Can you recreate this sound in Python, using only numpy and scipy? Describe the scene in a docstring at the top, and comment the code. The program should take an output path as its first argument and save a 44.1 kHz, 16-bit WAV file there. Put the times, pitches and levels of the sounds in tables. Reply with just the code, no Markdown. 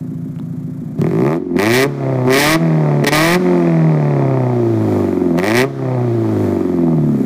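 """A paved lot, a phone microphone a few metres behind a four-cylinder car with a loud exhaust.
The engine idles, is blipped five times and coasts down in between. Each firing rings the exhaust pipe;
on the throttle the pulses steepen into cracks, off it the cylinders burble unevenly.
Gas hisses at the tailpipe, three light ticks sound near the car, and the phone rounds off the peaks."""
import sys
import numpy as np
from scipy import signal
from scipy.fft import rfft, irfft
from scipy.io import wavfile
from scipy.ndimage import uniform_filter1d, minimum_filter1d

SR = 44100
rng = np.random.default_rng(int(sys.argv[2]) if len(sys.argv) > 2 else 0)


def transcribe(u):
    """Save the signal u as a 16-bit wav file named by the first command-line argument.

    u: samples, shape (n,) or (channels, n), limited to [-1, 1]; the rate is SR.
    q: integer samples, one column per channel.
    """
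    v = np.clip(np.atleast_2d(u).T, -1, 1)
    q = np.round(v * 32767).astype(np.int16)
    wavfile.write(sys.argv[1], SR, q)


N = 319725
TIME = np.arange(N) / SR

# Levels in the tables are relative. Light ticks near the idling car: start_s, peak_db
TICKS = [(0.362, -34), (0.388, -33), (0.398, -26.5)]
# spectra of a tick, the tailpipe gas and the pulse fronts: frequency_hz, density_db
TICK_SPECTRUM = [(400, -14), (1200, -9), (2200, -13), (3500, -18), (5000, -34), (9000, -41)]
RUSH_SPECTRUM = [(400, -1), (1200, 13), (2400, -0.5), (2800, -6), (3300, -2.5), (4200, -4.5), (6000, -8.5),
                 (7500, -13.5), (10000, -18), (16000, -24.5)]
HISS_SPECTRUM = [(3000, -21), (7000, 1), (9000, -4), (13000, -0.5), (16000, -12)]
RUMBLE_SPECTRUM = [(10, 6), (30, -15.5), (70, -5.5), (150, -9), (400, -34), (1500, -73.5)]
CRACK_SPECTRUM = [(900, -20.5), (1350, -33.5), (1520, -12), (1700, -2), (1930, 1), (2200, -2), (2460, -5),
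                  (2750, -18.5), (3300, -61)]
SHOCK_SPECTRUM = [(1800, -17.5), (2800, 2.5), (3100, 1.5), (3600, 2.5), (4100, 2), (4600, -1), (5300, 1),
                  (7000, -8), (8400, -5.5), (11000, -9), (16000, -8.5)]
# exhaust resonances: pitch_hz, width_hz, idling_db, coasting_db, pulling_db
BOOM_MODES = [(117.7, 14.5, -15.5, 2.5, -9.5), (159.8, 12.2, 2, 10.5, 16)]  # long standing waves of the whole pipe
DRONE_MODES = [(222.6, 8.2, 14.5, 4.5, -5), (251.1, 24.8, 7.5, 9.5, 0.5), (336, 41, -1.5, 5, 3),
               (379, 28.1, -40.5, -32.5, 6)]  # higher standing waves
RASP_MODES = [(528.7, 40, 21.5, 11.5, -4.5), (583, 59, 20.5, 13, 0.5), (655.4, 47, 16, 11, 0),
              (722, 19, 0, -4.5, 0), (861.4, 37, -2.5, 3, -0.5), (999, 80, -20, -39.5, -6),
              (1106, 97, -26, -6, -5), (1200, 29, -21, 0, -0.5)]  # silencer and tailpipe
# strength of the cylinders in firing order: idling_db, coasting_db, pulling_db
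CYLINDERS = [(3.5, -3, 0.35), (1, 4, 3.1), (4, 2, 5), (-2.5, 8.5, 4)]
# throttle blips: open_s, shut_s, from_hz, top_hz, climb_bend (1 = straight), throttle (0-1),
# crack_build_s, crack_db, lull_s, lull_depth (1 = usual), coast_db, flow_db
BLIPS = [(.975, 1.385, 32.62, 91.94, 1.24, 0.9, 0.013, -5, 0.2, 1.15, -0.32, -8.5),
         (1.56, 1.876, 86.31, 144.2, .818, .95, .007, 0.5, 0.19, 0.93, -0.81, 0.5),
         (2.253, 2.58, 124.5, 166.56, 1.08, 0.89, 0.081, 1.5, 0.043, 0.62, -0.17, 2),
         (3.029, 3.386, 140.6, 185.1, 1.326, 0.88, 0.015, 1, 0.016, 0.62, -0.39, 1),
         (5.362, 5.666, 83.24, 140.2, 1.02, 0.8, 0.013, -0.5, 0.2, 0.99, -1, 0.5)]
# throttle shut, the exhaust swells wherever a firing harmonic meets a pipe resonance:
# firing_hz, boom_db, drone_db, rasp_db, crack_db, rush_db, hiss_db
OFF_THROTTLE = [(29, -25, -28.5, -49.5, -67, -65, -63.5), (65.7, -27.5, -13.5, -34.5, -51, -53.5, -53.5),
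                (75.8, -12, -16, -32, -54, -55, -60), (81.9, -14.5, -12, -26.5, -51, -54.5, -61),
                (91, -27, -15.5, -31, -46, -52.5, -58), (101.2, -18.5, -16.5, -24.5, -44.5, -47.5, -52.5),
                (113.8, -17.5, -16.5, -29.5, -49.5, -50.5, -61), (127, -17, -20.5, -23, -42, -51.5, -66),
                (139, -17, -18.5, -23, -39, -50.5, -71), (156.2, -9.5, -20, -25, -38.5, -50, -77),
                (181, -19, -12.5, -22.5, -36, -44.5, -75), (181.4, -18.5, -16.5, -27.5, -42, -44.5, -78)]
# the exhaust under load: firing_hz, boom_db, drone_db, rasp_db, crack_db
ON_THROTTLE = [(35.6, -14.5, -18.5, -19.5, -32), (45, -15.5, -20, -33.5, -39.5),
               (67, -15.5, -13, -24, -33.5), (77.5, -17, -19, -22, -34.5), (91.3, -18, -12, -20.5, -20.5),
               (101, -29, -18.5, -20, -22), (125, -17.5, -13.5, -20, -19.5),
               (139.3, -25, -11, -15.5, -16.5), (151, -10.5, -12, -11, -14),
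               (183, -14, -15.5, -18.5, -17.5)]
# the lull after the throttle shuts: boom_db, drone_db, rasp_db, crack_db, rush_db, hiss_db
LULL_DB = (-9, -8, -14.5, -15, -2, -10)
# uneven burns, weak (misfires) or strong (bangs): centre_s, length_s, change_db
BURNS = [(.987, .018, -12), (1.021, 0.018, 7.5), (1.282, 0.053, 5), (1.567, 0.0065, 9.5),
         (1.581, 0.0085, -13), (1.696, .05, -3), (1.75, 0.034, 8.5), (2.407, 0.062, 5.5),
         (3.056, .016, -33), (3.08, 0.03, 7.5), (3.106, 0.021, -49.5), (3.157, .05, 6), (3.679, 0.015, 7.5),
         (5.386, 0.02, 4.5), (5.415, 0.035, -14), (5.536, .04, -4), (5.582, .06, 5)]
# how much of a burn's change each layer takes: boom_share, drone_share, rasp_share, crack_share
BURN_SHARES = (.25, 0.31, 0.52, 1)

TICKOVER_HZ, LAST_HZ = 28.52, 66  # firing rate at idle and at the end of the last coast
IDLE_HZ, FAST_HZ = 32, 75  # the idle character fades out between these firing rates
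DRAG_PER_S = .18  # a coasting engine slows less and less quickly
OPEN_S, SHUT_S, CRACK_FADE_S = .015, .019, .038
WAVER_DB, WAVER_PER_S = .87, 11  # the exhaust's layers swell and sink a little at random
WOBBLE_FIRINGS, WOBBLE_PER_S = .025, 25  # the crank runs slightly ahead and behind


def undb(db):
    """Decibels to gain."""
    return 10 ** (np.asarray(db) / 20)


def unit(x):
    """Scale to rms 1."""
    return x / np.sqrt(np.mean(x ** 2))


def noise():
    """White noise."""
    return rng.standard_normal(N)


def wander(per_s):
    """A smooth random drift of rms 1."""
    jagged = np.interp(TIME * per_s, np.arange(1000), rng.standard_normal(1000))
    return unit(uniform_filter1d(jagged, int(SR / per_s)))


def ramp(start_s, length_s):
    """Rise from 0 to 1."""
    return np.clip((TIME - start_s) / length_s, 0, 1)


def bump(centre_s, length_s):
    """A smooth swell from 0 to 1 and back."""
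    return np.exp(-(2 * (TIME - centre_s) / length_s) ** 2)


def colour(x, spectrum, size=2048):
    """Minimum-phase filter through (frequency_hz, density_db) points."""
    hz, db = np.transpose(spectrum)
    grid = np.maximum(np.fft.rfftfreq(size, 1 / SR), 1)
    cepstrum = irfft(np.log(undb(np.interp(np.log(grid), np.log(hz), db))))
    cepstrum[1:size // 2] *= 2
    cepstrum[size // 2 + 1:] = 0
    return signal.fftconvolve(x, irfft(np.exp(rfft(cepstrum))))[:N]


def edge(x, hz, kind, order=4):
    """High- or low-pass."""
    return signal.sosfilt(signal.butter(order, hz, kind, fs=SR, output="sos"), x)


def echo(x, delay_s, gain):
    """A wave and one delayed copy."""
    return x + gain * np.interp(TIME - delay_s, TIME, x, left=0)


def lot_scatter(x, wet_db, t60_s):
    """The ground, cars and walls around scatter a faint, dull tail back to the microphone."""
    age = TIME[:SR // 2]
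    tail = rng.standard_normal(len(age)) * np.exp(-np.log(1000) * age / t60_s) * (age > .008)
    tail = edge(tail / np.linalg.norm(tail), 2500, "low", order=1)
    return x + undb(wet_db) * signal.fftconvolve(x, tail)[:N]


def ticks():
    """Small dry clicks near the car, each a noise burst that dies at once."""
    out = np.zeros(N)
    for start_s, peak_db in TICKS:
        age = np.maximum(TIME - start_s, 0)
        click = colour((age > 0) * np.exp(-age / .00091) * noise(), TICK_SPECTRUM)
        out += undb(peak_db) * click / np.abs(click).max()
    return out


def gas_flow(phase, states, rush_db, hiss_db):
    """Gas leaves the tailpipe and buffets the air: puff by puff at idle, an even rush under load."""
    idling, coasting, pulling = states
    beat = 1 + (.47 * idling + .3 * coasting) * np.cos(2 * np.pi * (phase + .05))
    rush = (undb(rush_db + 8) + undb(-46.5) * pulling) * unit(colour(noise(), RUSH_SPECTRUM))
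    hiss = (undb(hiss_db - .5) + undb(-60.5) * pulling) * unit(colour(noise(), HISS_SPECTRUM))
    buffeting = undb(-54) * idling + undb(-53.5) * coasting + undb(-65) * pulling ** 2
    rumble = buffeting * unit(colour(noise(), RUMBLE_SPECTRUM))
    return rush * np.sqrt(beat) + hiss * beat + rumble


def engine_speed():
    """Firings per second: each blip drives the speed up, then drag pulls it down until the next."""
    hz = np.full(N, TICKOVER_HZ)
    coast_ends = [(open_s, from_hz) for open_s, _, from_hz, *_ in BLIPS[1:]] + [(TIME[-1], LAST_HZ)]
    for (open_s, shut_s, from_hz, top_hz, bend, *_), (end_s, end_hz) in zip(BLIPS, coast_ends):
        climb = from_hz + (top_hz - from_hz) * ramp(open_s, shut_s - open_s) ** bend
        coasted_s = np.maximum(TIME - shut_s, 0)
        slowed = np.expm1(-DRAG_PER_S * coasted_s) / np.expm1(-DRAG_PER_S * (end_s - shut_s))
        hz = np.where(TIME > open_s, climb + (end_hz - top_hz) * slowed, hz)
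    return hz


def at_speed(table, hz):
    """Each level column of a table, read at the engine's firing rate."""
    speeds, *columns = np.transpose(table)
    return np.array([np.interp(hz, speeds, column) for column in columns])


def engine_load(hz):
    """Throttle and layer levels: speed sets the levels, a blip puts them under load, a lull follows."""
    off, on = at_speed(OFF_THROTTLE, hz), at_speed(ON_THROTTLE, hz)
    pulling, lulls, levels = np.zeros(N), np.zeros(N), off
    for open_s, shut_s, _, _, _, throttle, build_s, crack_db, lull_s, depth, coast_db, flow_db in BLIPS:
        closing = ramp(shut_s - SHUT_S, SHUT_S)
        gate = ramp(open_s, OPEN_S) * (1 - closing)
        bite = ramp(open_s, build_s) * (1 - ramp(shut_s - CRACK_FADE_S, CRACK_FADE_S))
        coast = off[:4] + coast_db * closing
        pipe = coast[:3] + gate * (on[:3] - coast[:3])  # boom, drone and rasp
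        crack = coast[3] + bite * (on[3] + crack_db - coast[3])
        levels = np.where(TIME > open_s, np.vstack([pipe, crack, off[4:] + flow_db]), levels)
        pulling += throttle * gate
        lulls += depth * bump(shut_s + .37 * lull_s - .006, .84 * lull_s)
    levels += np.outer(LULL_DB, lulls)
    burns_db = sum(change_db * bump(centre_s, length_s) for centre_s, length_s, change_db in BURNS)
    for layer, share in enumerate(BURN_SHARES):
        levels[layer] += share * burns_db + WAVER_DB * wander(WAVER_PER_S)
    return np.clip(pulling, 0, 1), levels


def firings(phase, states, chance, uneven, scatter_db, jitter_s, lag):
    """One pulse a firing, at rms 1 overall; uneven scales the cylinders' differences in each state."""
    count = np.arange(np.ceil(phase[0]), np.floor(phase[-1])).astype(int)
    state = states[:, np.searchsorted(phase, count)]
    idling, coasting, _ = state
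    pattern_db = np.sum(np.array(CYLINDERS)[count % len(CYLINDERS)] * uneven * state.T, axis=1)
    strength = undb(pattern_db + scatter_db * chance[count, 0])
    due = count + lag * coasting * (count % 2)  # coasting, every second pulse is late
    jitter = jitter_s * SR * chance[count, 1] * (1 + 3 * idling)
    sample = np.clip(np.interp(due, phase, np.arange(N)) + jitter, 0, N - 2)
    whole, part = sample.astype(int), sample % 1
    return unit(np.bincount(whole, strength * (1 - part), N) + np.bincount(whole + 1, strength * part, N))


def puffs(pulses, decay_s):
    """A burst of turbulence dying away after each pulse."""
    fade = np.exp(-1 / (decay_s * SR))
    return unit(signal.lfilter([1], [1, -fade], pulses) * noise())


def ring(x, modes, states):
    """Pipe resonances, each driven as strongly as the state of the engine allows."""
    return sum(signal.lfilter(*signal.iirpeak(hz, hz / width_hz, SR), x * (undb(drive_db) @ states))
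               for hz, width_hz, *drive_db in modes)


def steady(x, phase):
    """Scale to rms 1 over each engine cycle of four firings, keeping the beat within it."""
    energy, index = np.cumsum(x ** 2), np.arange(N)
    before, after = np.interp(phase - 2, phase, index), np.interp(phase + 2, phase, index)
    power = (np.interp(after, index, energy) - np.interp(before, index, energy)) / (after - before)
    return x / np.sqrt(np.maximum(power, 0) + 1e-12)


def pipe_rasp(phase, states, chance, rasp_db):
    """The pulse fronts and their turbulence ring the silencer; at idle a soft flow takes over."""
    idling, coasting, pulling = states
    fronts = firings(phase, states, chance, uneven=(.2, .9, 1.1), scatter_db=.7, jitter_s=4e-5, lag=.012)
    gas = (.7 * coasting + .3 * pulling) * puffs(fronts, decay_s=.005) + 2.5 * idling * noise()
    rasp = ring(fronts + gas, RASP_MODES, states)
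    rasp = edge(edge(rasp, 437, "high", order=3), 1175, "low", order=8)
    bright = np.clip((rasp_db + 19.5) / 14, 0, 1)  # a stronger front is also brighter
    rasp += 9.1 * bright * edge(rasp, 1200, "high", order=1)
    return undb(rasp_db - 1.16) * steady(rasp, phase)


def pipe_crack(phase, states, chance, crack_db):
    """Coasting, one cylinder crackles; under load all fronts steepen into shocks and bounce once."""
    _, coasting, pulling = states
    fronts = firings(phase, states, chance, uneven=(.2, 2.4, .8), scatter_db=1, jitter_s=1.5e-5, lag=.005)
    # the hardest blasts bounce more off the silencer and tear into a longer spray of turbulence
    spray = np.clip((crack_db + 29.5) / 10, .1, 1)
    fronts = echo(fronts, delay_s=.0026, gain=.42 * spray)
    flow = np.clip((-29.5 - crack_db) / 10, 0, 3) * (1 - pulling)  # weak pulses drown in steady flow
    wash = (.16 * coasting + .5 * spray * pulling) * puffs(fronts, decay_s=.004) + flow * noise()
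    crack = colour(-fronts + .5 * puffs(fronts, decay_s=.001) + wash, CRACK_SPECTRUM)
    tearing = .75 * puffs(fronts, decay_s=.0008) + .6 * spray * puffs(fronts, decay_s=.0028)
    shock = colour(-fronts + tearing, SHOCK_SPECTRUM)
    shock_db = crack_db - 6.5 + .51 * (np.maximum(crack_db, -32) + 21.5)
    return undb(crack_db - .83) * steady(crack, phase) + pulling * undb(shock_db) * steady(shock, phase)


def pipe_drone(phase, states, chance, drone_db):
    """Sharp pulses ring the higher standing waves; at idle the cylinders weak in the boom lead here."""
    idling, coasting, _ = states
    fronts = firings(phase, states, chance, uneven=(-1.3, .9, 1), scatter_db=.5, jitter_s=4e-5, lag=.045)
    # off the throttle, the piston's push follows each front a fraction of a firing later
    firing_hz = np.gradient(phase) * SR
    pulses = echo(fronts, delay_s=(.2736 + .17 * idling) / firing_hz, gain=.41 * coasting + .95 * idling)
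    pulses += (.13 + .2 * idling) * puffs(pulses, decay_s=.006)
    drone = ring(pulses, DRONE_MODES, states)
    drone = edge(edge(drone, 189, "high", order=3), 397.6, "low", order=7)
    drone = (1 - idling) * drone + idling * edge(drone, 290, "low", order=3)  # idle pulses are rounded
    return undb(drone_db - .55) * steady(drone, phase)


def pipe_boom(phase, states, chance, boom_db):
    """The pressure pulses ring the long standing waves of the whole pipe."""
    pulses = firings(phase, states, chance, uneven=(1.5, .25, .4), scatter_db=-.28,
                     jitter_s=5e-5, lag=.016)
    boom = ring(pulses + .014 * noise(), BOOM_MODES, states)
    boom = edge(edge(boom, 103.7, "high"), 164, "low")
    return undb(boom_db - 2) * steady(boom, phase)


def scene():
    """The car from a few metres behind, in mono; all exhaust layers share the same firings."""
    hz = engine_speed()
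    pulling, (boom_db, drone_db, rasp_db, crack_db, rush_db, hiss_db) = engine_load(hz)
    idling = (1 - pulling) * np.clip((FAST_HZ - hz) / (FAST_HZ - IDLE_HZ), 0, 1)
    coasting = 1 - pulling - idling
    states = np.array([idling, coasting, pulling])
    phase = np.cumsum(hz) / SR - .22 + WOBBLE_FIRINGS * wander(WOBBLE_PER_S)  # counted in firings
    chance = rng.standard_normal((1000, 2))  # each firing's scatter in strength and timing
    tone = pipe_boom(phase, states, chance, boom_db) + pipe_drone(phase, states, chance, drone_db)
    bark = pipe_rasp(phase, states, chance, rasp_db) + pipe_crack(phase, states, chance, crack_db)
    direct = tone + bark + gas_flow(phase, states, rush_db, hiss_db) + ticks()
    return lot_scatter(direct, wet_db=-19, t60_s=.25)[None]


def record(dry):
    """The phone: a fast limiter holds the peaks down, and the top of the treble is cut."""
    ceiling, window_samples, top_hz = .7, 90, 15400
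    loud = dry * undb(2.05)
    needed_gain = ceiling / np.maximum(np.abs(loud), ceiling)
    gain = uniform_filter1d(minimum_filter1d(needed_gain, window_samples), window_samples)
    return signal.sosfiltfilt(signal.ellip(8, .1, 50, top_hz, fs=SR, output="sos"), loud * gain)


dry = scene()
out = record(dry)
transcribe(out)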